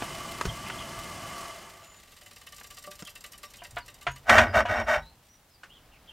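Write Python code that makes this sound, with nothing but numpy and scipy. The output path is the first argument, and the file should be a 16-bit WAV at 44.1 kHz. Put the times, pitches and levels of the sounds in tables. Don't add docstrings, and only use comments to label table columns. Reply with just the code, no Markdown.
import sys
import numpy as np
from scipy import signal
from scipy.fft import rfft, irfft
from scipy.io import wavfile
from scipy.ndimage import uniform_filter1d

SR = 44100
rng = np.random.default_rng(int(sys.argv[2]) if len(sys.argv) > 2 else 0)


def generate_wav(signal):
    frames = np.transpose(np.atleast_2d(signal))
    scaled = np.clip(frames, -1, 1) * 32767
    pcm = np.round(scaled).astype(np.int16)
    wavfile.write(sys.argv[1], SR, pcm)


N = 269892
HZ = np.fft.rfftfreq(N, 1 / SR)
TIME = np.arange(N) / SR

# (frequency [Hz], relative level [dB])
AIR_COLOUR = [(15, -32), (25, 0.5), (59, 0), (149, -7), (363, -14), (416, -14), (796, -13), (1130, -15.5),
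              (5280, -26.5), (8140, -39), (14800, -38.5), (16000, -38)]
# (time [s], level [dB])
AIR_LEVEL = [(0, -63.5), (4.9, -56.5), (5.3, -63), (5.5, -63), (5.75, -59), (6.12, -58)]
# (time [s], length [s], start [Hz], middle [Hz], end [Hz], level [dB])
WHISTLE_NOTES = [(0.481, 0.034, 3530, 3270, 3050, -43), (0.638, 0.11, 2500, 2780, 3390, -46),
                 (0.772, 0.069, 3340, 3170, 2480, -45), (1.789, 0.24, 6900, 7030, 7000, -63),
                 (3.05, 0.029, 3460, 3210, 3200, -47), (3.413, 0.065, 4750, 5320, 5600, -59),
                 (3.581, .04, 3260, 3000, 2800, -52), (3.779, 0.062, 5100, 4770, 4000, -57.5),
                 (4.048, 0.12, 6630, 6670, 6780, -58), (4.464, 0.073, 5500, 4900, 5470, -56),
                 (4.993, 0.13, 3810, 3980, 4350, -59.5), (5.276, 0.097, 5480, 5900, 5650, -62.5),
                 (5.49, 0.093, 5480, 4950, 4650, -65), (5.678, 0.13, 2200, 3310, 2390, -56.5),
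                 (5.9, 0.096, 3100, 2605, 2210, -62.5), (6.065, 0.059, 3300, 3150, 2580, -51.5)]
# (time [s], roar [dB], jet hiss [dB], flame rumble [dB])
BURNER_LEVELS = [(0, -40, -45.5, -46), (.3, -42, -47, -47), (1.25, -42.5, -48.5, -46),
                 (1.45, -43, -47.5, -53.5), (1.6, -47, -52, -57.5), (1.85, -54.5, -63.5, -67),
                 (2.25, -79, -71, -90)]
# (frequency [Hz], relative level [dB])
FLAME_COLOUR = [(15, -35), (25, 1.5), (149, 7), (354, -0.5), (439, -16), (677, -6), (988, -18.5),
                (1160, -31.5), (1480, -14), (2110, -15.5), (2480, -16.5), (3080, -16.5), (3720, -35),
                (9070, -41.5), (16000, -57.5)]
# (frequency [Hz], width [Hz], relative level [dB])
GAP_MODES = [(676, 12, 5), (906, 60, -3), (1160, 180, 3), (1665, 82, -14.5), (2068, 120, -3),
             (2945, 120, -3)]
# (frequency [Hz], relative level [dB])
SIZZLE_COLOUR = [(240, -33.5), (400, -5.5), (742, -20), (814, -30), (1160, -4), (1290, -10.5), (1960, -5.5),
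                 (2400, -9.5), (2750, -8), (9610, -12.5), (10400, -23.5), (12500, -13), (16000, -23.5)]
# (frequency [Hz], width [Hz], relative level [dB])
SHELL_MODES = [(590, 22, -1), (745, 30, -8), (1168, 34, 0), (1900, 70, -4), (2050, 70, -6), (2710, 90, -2),
               (2995, 70, -3), (3742, 40, -3), (4100, 42, -2), (4810, 55, -5), (5630, 50, -7),
               (7450, 200, -9), (8700, 100, -8), (9830, 150, -10), (12200, 90, -13), (12900, 300, -13)]
# (time [s], rate [1/s])
FULL_SPIT_RATE = [(1.83, 23.35), (2.158, 21.66), (2.983, 12.39), (3.148, 12.07), (3.421, 9.71),
                  (3.841, 8.27), (4.2, 6.03)]
# (time [s], rate [1/s])
THIN_SPIT_RATE = [(2.545, 29.66), (3.079, 19.45), (3.774, 13.06), (4.17, 10.76)]
# (time [s], fizz [dB], body [dB])
SPIT_LEVELS = [(1.8, -72, -55.5), (2.15, -46.5, -47), (2.4, -43.5, -43.5), (2.95, -41, -39.5),
               (3.6, -43, -39.5), (4.16, -45.5, -44)]
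# (time [s], level [dB], nominal pitch [Hz], t60 [s])
COUNTER_BUMPS = [(0.02, -20, 187, 0.025), (0.452, -18.5, 233, 0.045), (0.468, -24.5, 73, 0.17),
                 (2.606, -42, 260, 0.035), (2.881, -48, 275, 0.15), (3.023, -26, 228, 0.027),
                 (3.721, -49.5, 64.9, 0.74), (4.071, -39.5, 81, 0.39), (4.969, -38, 58.5, 0.33)]
# (time [s], level [dB], treble [dB], t60 [s], ring against level [dB])
METAL_KNOCKS = [(0.022,-24.5,-56,0.023,-11), (0.411,-18,-30.5,0.024,-28), (0.453,-29.5,-34.5,0.045,-12),
                (0.699,-26,-47,0.033,-39), (1.311,-39.5,-60,0.023,-4), (2.611,-40.5,-56,0.031,-24),
                (3.023,-38,-41,0.025,-16), (3.619,-46.5,-75,0.14,3), (3.768,-30,-61,0.094,-3.5),
                (4.067,-23,-47,0.1,-4), (4.2955,-4,-20.5,0.027,-26), (4.381,-8,-27,0.07,-14),
                (4.653,-33,-53,0.17,7), (4.799,-28,-41,0.019,-12), (5.633,-41.5,-55.5,0.088,-19)]
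# (frequency [Hz], relative level [dB])
KNOCK_COLOUR = [(120, -43.5), (200, -12.5), (366, -6), (659, -7.5), (1500, 3.5), (2170, -3), (2420, -3),
                (3690, -12.5), (5230, -19), (6760, -23), (10500, -35.5), (14600, -47.5), (16000, -42)]
# (frequency [Hz], relative level [dB], t60 [s])
HANDLE_MODES = [(700, 13.5, 0.071), (970, 2.5, 0.2), (1006, -9, 0.13), (1500, -6, 0.05), (1552, -3, 0.14),
                (2080, -26, 0.2), (2905, -9, 0.21), (2980, -25, 0.11), (3820, -36.5, 0.34)]
# (frequency [Hz], relative level [dB])
GRIND_COLOUR = [(18, -46), (30, -9), (95, 1), (174, -31), (227, 1), (273, -15.5), (499, -11), (600, 9.5),
                (988, -2), (1460, 1), (3060, -15), (3310, -21), (3580, -33), (5590, -26), (16000, -49.5)]
# (frequency [Hz], width [Hz], relative level [dB])
SUPPORT_MODES = [(60, 19, -6.5), (90.3, 12, 0.5), (238.6, 4, -3.5), (632.8, 3.3, 13), (692, 17, 1),
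                 (710, 10, 3), (792, 4.1, 1), (1142, 24, -3), (1260, 11, 2.5), (1475, 18, -5),
                 (1505, 20, 6.5), (1610, 43, -4), (1820, 16, -5), (1891, 77, 1), (2244, 95, -4),
                 (2750, 37, -5.5), (3070, 31, -12.5), (3674, 75, -20.5), (12000, 250, -38),
                 (13900, 250, -43.5)]
# (time [s], hold [s], grind [dB], grit [dB], counter shake [dB], grind release [dB/s])
SCRAPE_STROKES = [(4.3, 0.11, -14.5, -35, -26.5, 234.5), (4.553, 0.054, -17.5, -40.5, -29, 613),
                  (4.698, 0.12, -25, -49, -35, 520), (4.886, 0.078, -22, -44.5, -43, 428)]

FLAME_DOWN_S, SIMMER_DB, SIMMER_DROP_DB, SIMMER_DROP_S, COOLING_DB_PER_S = 1.47, -51.5, 7.5, 0.33, 3
SPIT_RISE_S, FIZZ_S, BODY_S, SPIT_SCATTER_DB = 0.0035, 0.0077, 0.015, 1.3
REBOUND_S, REBOUND_DB = .021, -4.5
SHELL_HZ, SHELL_T60_S = 1170, .16
SHELL_RING_DB, THIN_BODY_DB = -11, -14
GRAB_DB_PER_S, SAG_DB_PER_S, JUDDER_DB, RASP_DB = 901.5, 30.5, 1.3, -20.5
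SQUEAL_HZ, SQUEAL_DB = 5570, -50.5


def amp(db):
    return 10 ** (np.asarray(db) / 20)


def unit(x):
    return x / np.sqrt(np.mean(x ** 2) + 1e-20)


def add(mix, s, sound):
    start = round(s * SR)
    sound = sound[max(-start, 0):]
    part = mix[max(start, 0):][:len(sound)]
    part += sound[:len(part)]


def noise(size=N):
    return rng.standard_normal(size)


def flicker(depth_db, per_s):
    return amp(depth_db * unit(uniform_filter1d(noise(), SR // per_s)))


def grains(per_s, spread_db):
    impacts = noise() * (rng.random(N) < per_s / SR)
    return unit(impacts * amp(spread_db * np.minimum(rng.exponential(1, N), 4)))


def mode(t, hz, db, t60):
    return amp(db - 60 * t / t60) * np.sin(2 * np.pi * (hz * t + rng.random()))


def tone(hz, width_hz):
    lowpass = signal.butter(2, width_hz / 2, fs=SR, output="sos")
    blur = signal.sosfilt(lowpass, noise(len(hz)) + 1j * noise(len(hz)))
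    return unit((blur * np.exp(2j * np.pi * np.cumsum(hz) / SR)).real)


def response(colour, peaks=(), peaks_db=0):
    hz, db = np.transpose(colour)
    power = amp(np.interp(np.log(HZ + 1), np.log(hz), db)) ** 2
    for centre, width, peak_db in peaks:
        power += amp(peak_db + peaks_db) ** 2 / (1 + (2 * (HZ - centre) / width) ** 2) ** 1.5
    return np.sqrt(power)


def band(x, gain, lo_hz, hi_hz):
    edges = (1 + (lo_hz / (HZ + 1)) ** 12) * (1 + (HZ / hi_hz) ** 12)
    cepstrum = irfft(np.log(gain / np.sqrt(edges) + 1e-5), N)
    causal_filter = np.exp(rfft(2 * cepstrum[:N // 2], N))
    return unit(irfft(rfft(x) * causal_filter, N))


def level(s, db):
    return amp(np.interp(TIME, s, db)) * (TIME >= s[0]) * (TIME < s[-1])


def van_echo(x, wet_db, t60):
    t = TIME[:SR // 4]
    tail = noise(len(t)) * amp(-60 * t / t60) * (t > .002)
    tail = signal.sosfilt(signal.butter(2, 900, "high", fs=SR, output="sos"), tail)
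    echo = signal.oaconvolve(x, tail / np.linalg.norm(tail))[:N]
    return (x + amp(wet_db) * echo) / np.sqrt(1 + amp(wet_db) ** 2)


def cabin_air():
    return band(noise(), response(AIR_COLOUR), 18, 17000) * level(*np.transpose(AIR_LEVEL))


def whistles():
    out = np.zeros(N)
    for s, length, start_hz, middle_hz, end_hz, db in WHISTLE_NOTES:
        glide = np.polyfit([0, .5, 1], [start_hz, middle_hz, end_hz], 2)
        hz = np.polyval(glide, np.linspace(0, 1, int(length * SR)))
        note = tone(hz, width_hz=330 * (3000 / middle_hz) ** 1.5)
        add(out, s, amp(db) * note * signal.windows.tukey(len(hz), .6))
    return van_echo(out, wet_db=-5, t60=.2)


def burner():
    s, roar_db, jet_db, rumble_db = np.transpose(BURNER_LEVELS)
    colour = response(FLAME_COLOUR, GAP_MODES, peaks_db=-6)
    flutter = flicker(0.45, per_s=50)
    rumble = band(noise(), colour, 27, 310) * level(s, rumble_db)
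    roar = band(noise(), colour, 386, 2730) * level(s, roar_db)
    jet = band(noise(), colour, 4330, SR / 2) * level(s, jet_db)
    sing = tone(np.full(N, 1168), width_hz=66) * level([1.2, 1.4, 1.52], [-58, -43, -58])
    return van_echo(rumble + flutter * (roar + jet), wet_db=-8, t60=0.062) + sing


def simmer():
    colour = response(SIZZLE_COLOUR, SHELL_MODES, peaks_db=-0.5)
    fizz = band(grains(per_s=9000, spread_db=2), colour, 1800, SR / 2)
    restless = unit(flicker(4, per_s=80))
    cooling_s = np.maximum(TIME - FLAME_DOWN_S, 0)
    drop_db = SIMMER_DROP_DB * np.minimum(cooling_s / SIMMER_DROP_S, 1)
    return fizz * restless * amp(SIMMER_DB - drop_db - COOLING_DB_PER_S * cooling_s)


def spit_beats(rate):
    turns = np.cumsum(np.interp(TIME, *np.transpose(rate), left=0, right=0)) / SR
    times = TIME[1:][np.diff(np.round(turns)) > 0]
    s, fizz_db, body_db = np.transpose(SPIT_LEVELS)
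    chance_db = SPIT_SCATTER_DB * noise(100)[:len(times)]
    return zip(times, np.interp(times, s, fizz_db) + chance_db, np.interp(times, s, body_db) + chance_db)


def spits():
    t = TIME[:SR // 8]
    fizz_power, body_power, ring = np.zeros((3, N))
    rise = 1 - np.exp(-t / SPIT_RISE_S)
    burst = rise * np.exp(-(t / FIZZ_S) ** 2)
    puff = rise ** 2 * np.exp(-(t / BODY_S) ** 2)
    for s, fizz_db, body_db in spit_beats(FULL_SPIT_RATE):
        add(fizz_power, s, (amp(fizz_db) * burst) ** 2)
        add(fizz_power, s + REBOUND_S, (amp(fizz_db + REBOUND_DB) * burst) ** 2)
        add(body_power, s, (amp(body_db) * puff) ** 2)
        add(ring, s, rise ** 2 * mode(t, SHELL_HZ, body_db + SHELL_RING_DB, SHELL_T60_S))
    for s, fizz_db, body_db in spit_beats(THIN_SPIT_RATE):
        add(fizz_power, s, (amp(fizz_db) * burst) ** 2)
        add(body_power, s, (amp(body_db + THIN_BODY_DB) * puff) ** 2)
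    crackle = grains(per_s=27000, spread_db=2.6)
    body_colour = response(SIZZLE_COLOUR, SHELL_MODES, peaks_db=5.5)
    fizz_colour = response(SIZZLE_COLOUR, SHELL_MODES, peaks_db=4.5)
    body = band(crackle * np.sqrt(body_power), body_colour, 450, 4400) * np.sqrt(body_power.mean())
    fizz = band(crackle * np.sqrt(fizz_power), fizz_colour, 4660, SR / 2) * np.sqrt(fizz_power.mean())
    return van_echo(body + fizz, wet_db=-5, t60=0.11) + ring


def metal_rings():
    t, out = TIME[:SR // 2], np.zeros(N)
    shell = sum(amp(db) * np.exp(-np.pi * width / 2 * t) * np.sin(2 * np.pi * hz * t)
                for hz, width, db in SHELL_MODES[:3])
    support = amp(-60 * t / .42) * np.sin(2 * np.pi * 900 * t)
    add(out, 2.875, amp(-39) * shell)
    add(out, 4.97, amp(-47) * support)
    return out


def bumps():
    t, out = TIME[:SR // 2], np.zeros(N)
    attack = 1 - np.exp(-t / 0.0062)
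    for s, db, hz, t60 in COUNTER_BUMPS:
        modes = sum(gain * np.sin(2 * np.pi * hz * ratio * rng.uniform(0.73, 1.3) * t)
                    for ratio, gain in [(.65, 0.94), (1, 0.8), (1.45, 0.95), (2.1, 0.55)])
        add(out, s, amp(db - 60 * t / t60) * modes * attack)
    return out


def knocks():
    t, out = TIME[:SR // 3], np.zeros(N)
    colour = response(KNOCK_COLOUR)
    clack = band(noise(), colour, 330, 4200)
    tick = band(noise(), colour, 5000, SR / 2)
    attack, onset = 1 - np.exp(-t / 0.00062), slice(SR // 100)
    for k, (s, db, treble_db, t60, ring_db) in enumerate(METAL_KNOCKS):
        part = slice(k * len(t), (k + 1) * len(t))
        ring = sum(mode(t, *row) for row in HANDLE_MODES)
        ring *= amp(db + ring_db) / np.std(ring[onset])
        contact = amp(db) * clack[part] / np.std(clack[part][onset]) + amp(treble_db) * tick[part]
        settle = amp(-60 * (t / t60) ** 1.166)
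        add(out, s, (contact * settle + ring) * attack)
    return van_echo(out, wet_db=-12, t60=.15)


def strokes(levels_db, fall_scale=1, lag_s=0):
    gain = np.zeros(N)
    for (s, hold, *_, release), db in zip(SCRAPE_STROKES, levels_db):
        t = TIME - s - lag_s
        grab_db = GRAB_DB_PER_S * np.minimum(t, 0)
        fall_db = SAG_DB_PER_S * np.clip(t, 0, hold) + release * np.maximum(t - hold, 0)
        gain = np.maximum(gain, amp(db + grab_db - fall_scale * fall_db))
    return gain


def scrapes():
    _, _, grind_db, grit_db, shake_db, _ = np.transpose(SCRAPE_STROKES)
    pressure = strokes(grind_db)
    judder = flicker(JUDDER_DB, per_s=160)
    colour = response(GRIND_COLOUR, SUPPORT_MODES, peaks_db=6.5)
    slips = grains(per_s=8700, spread_db=0)
    grind = band(slips, colour, 400, 4300)
    grind /= np.sqrt(uniform_filter1d(grind ** 2, SR // 70) + 1e-6)
    grit = band(slips, colour, 4000, SR / 2) * strokes(grit_db, fall_scale=1.4)
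    shake = band(slips, colour, 45, 400) * strokes(shake_db, fall_scale=0.45, lag_s=.008)
    rasp = band(slips, colour, 2600, 3700) * amp(RASP_DB) * pressure ** 0.98
    squeal = tone(np.full(N, SQUEAL_HZ), width_hz=43)
    squeal *= strokes([SQUEAL_DB] * len(SCRAPE_STROKES), fall_scale=0.98, lag_s=0.018)
    return judder * (grind * pressure + grit + rasp) + shake + squeal


def scene():
    mono = cabin_air() + burner() + simmer() + spits()
    mono += knocks() + metal_rings() + bumps() + scrapes() + whistles()
    return np.array([mono, mono])


def record(dry):
    hiss = amp(-65.5) * np.array([noise(), noise()])
    lowpass = signal.firwin(511, 15900, window=("kaiser", 9), fs=SR)
    return signal.oaconvolve(dry + hiss, lowpass[None], "same")


dry = scene()
out = record(dry)
generate_wav(out)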